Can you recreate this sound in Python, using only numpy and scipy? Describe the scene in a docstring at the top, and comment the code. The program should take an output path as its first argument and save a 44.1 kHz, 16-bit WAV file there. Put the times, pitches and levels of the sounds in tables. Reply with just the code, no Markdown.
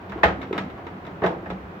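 """Copier side panel pushed shut

A large copier's plastic panel, pushed home by hand in a small room, slams once, knocks and latches,
then clatters shut. Each blow rings the panel and booms the hollow cabinet. Between blows the panel
rubs on its frame and flexes, and its catches tick. Steady room noise and a low hum lie underneath."""
import sys
import numpy as np
from scipy import signal
from scipy.fft import rfft, irfft
from scipy.io import wavfile

SR = 44100
rng = np.random.default_rng(int(sys.argv[2]) if len(sys.argv) > 2 else 0)


def digitize_waveform(pressure):
    """Quantize a signal to 16-bit integers and store it at the path in sys.argv[1].

    Rows of a 2-D input are taken as channels; values are limited to [-1, 1].
    """
    field = np.atleast_2d(pressure).T
    bounded = np.clip(field, -1, 1)
    quanta = np.round(bounded * 32767).astype(np.int16)
    wavfile.write(sys.argv[1], SR, quanta)


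N = 79380
TAIL_SAMPLES = 24576
BASS_SHELF_HZ, TREBLE_SHELF_HZ = 456, 1686

# room decay: f/Hz, t60/s
ROOM_DECAY = [(80, 0.75), (300, 0.45), (1000, 0.4), (3000, 0.26), (7000, 0.28), (14000, 0.11)]
# room field, left to right: f/Hz, correlation
ROOM_CORRELATION = [(60, 0.98), (160, 1), (350, 0.81), (700, 0.63), (1400, -0.33), (3000, 0.037), (8000, 0)]


def panel_knocks():
    """Each blow rattles and rings the panel and sets the cabinet booming."""
    # t/s, level/dB, bass/dB, treble/dB, panel ring/dB, cabinet boom/dB
    blows = [(0.1199, -29, -25, 0, -12, 6), (0.2326, -13.5, -6.5, 2.5, 1.5, 2),
             (0.2367, -21, 4, 17.5, -27, 0.5), (0.2556, -23.5, 13, -12, -9, 3),
             (1.072, -39.5, 17, -12, -25, -18), (1.2202, -24.5, 14, -9, -12, -21),
             (1.2371, -27.5, 14, -13.5, 10, -24), (1.2454, -22, 5, -3.5, -23, -38),
             (1.264, -25.5, -2, -18, 4.5, -28), (1.32, -31.5, 1, -29, 2, -4), (1.459, -42.5, -2, 4, 4, -8),
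             (1.503, -27, 4, -17.5, -8, -7.5)]
    # panel resonances: f/Hz, level/dB, t60/s
    panel_modes = [(326, -12.5, 0.49), (458.5, -17.5, 0.41), (522, -10.5, 0.18), (604, -11, 0.12),
                   (662.3, -1, 0.15), (751, -11.5, 0.28), (837.5, -1.5, 0.19), (891, -7.5, 0.18),
                   (1259, -8, 0.26), (1402, -31, 0.22), (1678, -0.5, 0.1), (1841, -0.5, 0.11),
                   (2050, -36, 0.54), (2540, -10.5, 0.061), (2650, -23, 0.22), (3130, -25, 0.31)]
    # hollow cabinet resonances: f/Hz, level/dB, t60/s
    cabinet_modes = [(63.6, -10, 0.61), (78, -10, 0.27), (102, -15.5, 0.68), (175.5, -11.5, 0.29),
                     (199.7, -14, 0.7)]
    # f/Hz, level/dB
    blow_spectrum = [(30, -34), (80, -13.5), (250, -12), (420, -0.5), (720, -0.5), (1050, -4.5), (1750, -5),
                     (2600, -16), (4000, -27), (4600, -33.5), (7000, -46), (9800, -61.5), (11500, -47.5),
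                     (16000, -52)]
    out = np.zeros((2, N))
    for start_s, db, bass_db, treble_db, ring_db, boom_db in blows:
        blow = colour(impact(contact_db=12), blow_spectrum, bass_db, treble_db)
        panel = amp(ring_db) * ring(panel_modes, rise_s=0.00065, treble_db=treble_db)
        boom = amp(boom_db) * ring(cabinet_modes, rise_s=0.019)
        add(out, start_s, amp(db) * (blow + panel + boom))
    return out


def catch_clicks():
    """Catches and small plastic parts snap and ring briefly."""
    # t/s, level/dB, treble/dB
    clicks = [(.0962, -61, 23.5), (.4155, -41.5, 6), (.429, -32.5, -8), (.5282, -29.5, -4),
              (0.5793, -25, 0), (.7003, -41.5, -4), (.8679, -34.5, -8), (1.051, -54, 11), (1.066, -43.5, 2),
              (1.2383, -42.5, 9), (1.2625, -33.5, 7), (1.5015, -36, 0.5)]
    # f/Hz, level/dB
    snap_spectrum = [(30, -30), (250, -3), (900, -10), (1500, -8.5), (2300, -10), (4000, -20.5),
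                     (4600, -27.5), (7500, -38), (9800, -52), (11500, -43), (16000, -41)]
    # catch resonances: f/Hz, level/dB, t60/s
    catch_modes = [(943, 0, 0.092), (1294, -0.5, 0.13), (1864, -7, 0.1), (2140, -2, 0.07),
                   (2410, -23, 0.076), (2930, -23, 0.049), (3520, -6.5, 0.05), (3850, -12.5, 0.081),
                   (5540, -30, 0.2)]
    out = np.zeros((2, N))
    for start_s, db, treble_db in clicks:
        snap = colour(impact(contact_db=11.5), snap_spectrum, treble_db=treble_db)
        catch = ring(catch_modes, rise_s=0.0005, treble_db=treble_db)
        add(out, start_s, amp(db) * (snap + catch))
    return out


def panel_flex():
    """The panel gives under the hand: one low, damped tone per bump."""
    # t/s, level/dB, f/Hz, t60/s
    bumps = [(0.096, -30, 195.8, 0.24), (.157, -25, 341, 0.088), (.385, -32.5, 269.1, 0.4),
             (0.5102, -8, 410, 0.021), (0.531, -9.5, 376, 0.025), (0.603, -25.5, 189, 0.17),
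             (0.641, -24, 236, 0.035), (0.662, -22, 254, 0.039), (1.112, -33.5, 185, 0.35),
             (1.251, -23.5, 178.8, 0.38), (1.43, -24.5, 343, 0.033), (1.496, -32, 63.1, 0.41),
             (1.524, -27.5, 187.7, 0.23)]
    out, t = np.zeros((2, N)), np.arange(TAIL_SAMPLES) / SR
    for start_s, db, hz, t60_s in bumps:
        envelope = rise(t, rise_s=0.0017) * decay(t, t60_s)
        add(out, start_s, amp(db) * envelope * np.sin(2 * np.pi * hz * t))
    return out + amp(-10) * room_echo(out)


def panel_rubs():
    """The panel slides on its frame, plastic on plastic, in many tiny slips."""
    # t/s, length/s, level/dB
    slides = [(0, 0.37, -45), (0.167, 0.041, -36.5), (0.399, 0.044, -39), (0.536, 0.059, -27.5),
              (0.771, 0.035, -38), (0.839, 0.073, -44), (1.062, 0.097, -48), (1.222, 0.06, -24.5),
              (1.457, 0.026, -37.5), (1.722, 0.028, -53)]
    # f/Hz, level/dB
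    rub_spectrum = [(30, -22.5), (200, -5), (450, 1), (900, -2), (1900, -14.5), (3000, -24), (8000, -54),
                    (16000, -59)]
    slips_per_s, spread_db = 2000, 1
    slipping = rng.random(N) < slips_per_s / SR
    slips = unit(slipping * rng.standard_normal(N) * amp(spread_db * rng.standard_normal(N)))
    envelope = np.zeros((2, N))
    for start_s, length_s, db in slides:
        add(envelope, start_s, amp(db) * np.sqrt(np.hanning(round(length_s * SR)).clip(0)))
    friction = colour(envelope * slips, rub_spectrum)
    return 0.88 * friction + 0.73 * room_echo(friction)


def impact(contact_db):
    """A sharp contact, the plastic's brief rattle and the room's answer."""
    # f/Hz, t60/s
    rattle_decay = [(100, 0.095), (600, 0.12), (2000, 0.094), (5000, 0.08), (14000, 0.045)]
    # near field, left to right: f/Hz, correlation
    near_correlation = [(100, 0.95), (700, .95), (1500, .6), (3000, 0.02), (8000, 0)]
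    room_db, rattle_db = -5.5, 1.5
    t = np.arange(TAIL_SAMPLES) / SR
    out = amp(room_db) * noise_tail(ROOM_CORRELATION, ROOM_DECAY, TAIL_SAMPLES) * rise(t, rise_s=0.008)
    add(out, 0, amp(rattle_db) * noise_tail(near_correlation, rattle_decay, TAIL_SAMPLES // 2))
    out[:, 0] -= amp(contact_db)
    return out


def ring(modes, rise_s, treble_db=0):
    """Modes struck from rest; the higher ones reach the two microphones out of phase."""
    t, out = np.arange(TAIL_SAMPLES) / SR, 0
    for k, (hz, db, t60_s) in enumerate(modes):
        correlation = np.clip(at_hz(ROOM_CORRELATION, hz), -1, 1)
        offset_rad = np.arccos(correlation) * rng.choice([-.5, .5])
        tone = np.sin(2 * np.pi * hz * t + np.array([[offset_rad], [-offset_rad]]))
        gain = (-1) ** k * amp(db + treble_db * treble_share(hz))
        out = out + gain * decay(t, t60_s) * tone
    return out * rise(t, rise_s)


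def room_echo(x):
    """Diffuse reverberation of the small room."""
    tail = unit(noise_tail(ROOM_CORRELATION, ROOM_DECAY, TAIL_SAMPLES)) / np.sqrt(TAIL_SAMPLES)
    return signal.fftconvolve(x, tail, axes=1)[:, :N]


def room_noise():
    """Steady noise with a wavering low hum."""
    # f/Hz, level/dB
    noise_spectrum = [(15, -24.5), (25, -5), (42, -5.5), (60, -5), (85, 1.5), (135, -3), (184, -4),
                      (235, -4), (330, -1), (480, -7.5), (750, -7.5), (1360, -10.5), (2730, -23.5),
                      (4500, -37), (7000, -47), (9800, -55), (12000, -50), (16000, -45.5)]
    # f/Hz, level/dB
    hum_tones = [(188, -46.5), (334, -65.5)]
    _, white = stereo_spectra(ROOM_CORRELATION, N)
    noise = amp(-39) * colour(irfft(white, N), noise_spectrum)
    t, hum, width_hz = np.arange(N) / SR, 0, 29
    for hz, db in hum_tones:
        phase = 2 * np.pi * hz * t
        hum += amp(db) * (drift(width_hz) * np.sin(phase) + drift(width_hz) * np.cos(phase))
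    return noise + hum


def noise_tail(correlations, decays, size):
    """Dense stereo ring; each band dies at its own rate."""
    hz, spectra = stereo_spectra(correlations, size)
    centres_hz, t60s_s = np.transpose(decays)
    t, out = np.arange(size) / SR, 0
    for band, t60_s in zip(np.eye(len(decays)), t60s_s):
        band_gain = at_hz(list(zip(centres_hz, band)), hz)
        out += irfft(spectra * band_gain) * decay(t, t60_s)
    return out


def stereo_spectra(correlations, size):
    """Frequencies and spectra of white noise at two partly correlated microphones."""
    hz = np.fft.rfftfreq(size, 1 / SR)
    mid, side = rfft(rng.standard_normal((2, size)))
    correlation = np.clip(at_hz(correlations, hz), -1, 1)
    mid *= np.sqrt((1 + correlation) / 2)
    side *= np.sqrt((1 - correlation) / 2)
    return hz, np.array([mid + side, mid - side])


def colour(x, spectrum, bass_db=0, treble_db=0):
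    """Minimum-phase filter: a unit-energy curve times bass and treble shelves."""
    hz = abs(np.fft.fftfreq(4096, 1 / SR))
    shelves_db = bass_db / (1 + (hz / BASS_SHELF_HZ) ** 2) + treble_db * treble_share(hz)
    gain = unit(amp(at_hz(spectrum, hz))) * amp(shelves_db)
    response = np.exp(np.conj(signal.hilbert(np.log(gain + 1e-7))))
    taps = np.fft.ifft(response).real[:len(hz) // 2]
    return signal.fftconvolve(x, taps[None], axes=1)[:, :x.shape[1]]


def drift(width_hz):
    """Slow random drift, rms 1."""
    lowpass = np.exp(-(np.fft.rfftfreq(N, 1 / SR) / width_hz) ** 2)
    return unit(irfft(rfft(rng.standard_normal(N)) * lowpass, N))


def treble_share(hz):
    return hz ** 2 / (hz ** 2 + TREBLE_SHELF_HZ ** 2)


def rise(t, rise_s):
    return 1 - np.exp(-t / rise_s)


def decay(t, t60_s):
    return np.exp(-np.log(1000) * t / t60_s)


def amp(db):
    return 10 ** (np.asarray(db) / 20)


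def unit(x):
    """Scale to rms 1."""
    return x / np.sqrt(np.mean(x ** 2) + 1e-20)


def at_hz(points, hz):
    """Interpolate a table over log frequency."""
    points_hz, values = np.transpose(points)
    return np.interp(np.log(hz + 1), np.log(points_hz + 1), values)


def add(mix, start_s, sound):
    """Mix in place, cut at the end of the mix."""
    part = mix[:, max(round(start_s * SR), 0):][:, :sound.shape[-1]]
    part += sound[..., :part.shape[1]]


def scene():
    """The panel's sounds over the room noise."""
    left_db = -0.42
    mix = panel_knocks() + catch_clicks() + panel_flex() + panel_rubs() + room_noise()
    return mix * amp([[left_db], [0]])


def record(dry):
    """Microphone bass roll-off and upper band limit."""
    low_hz, high_hz = 51.7, 15950
    highpass = signal.butter(3, low_hz, "highpass", fs=SR, output="sos")
    lowpass = signal.firwin(511, high_hz, window=("kaiser", 9), fs=SR)
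    return signal.oaconvolve(signal.sosfilt(highpass, dry), lowpass[None], "same")


dry = scene()
out = record(dry)
digitize_waveform(out)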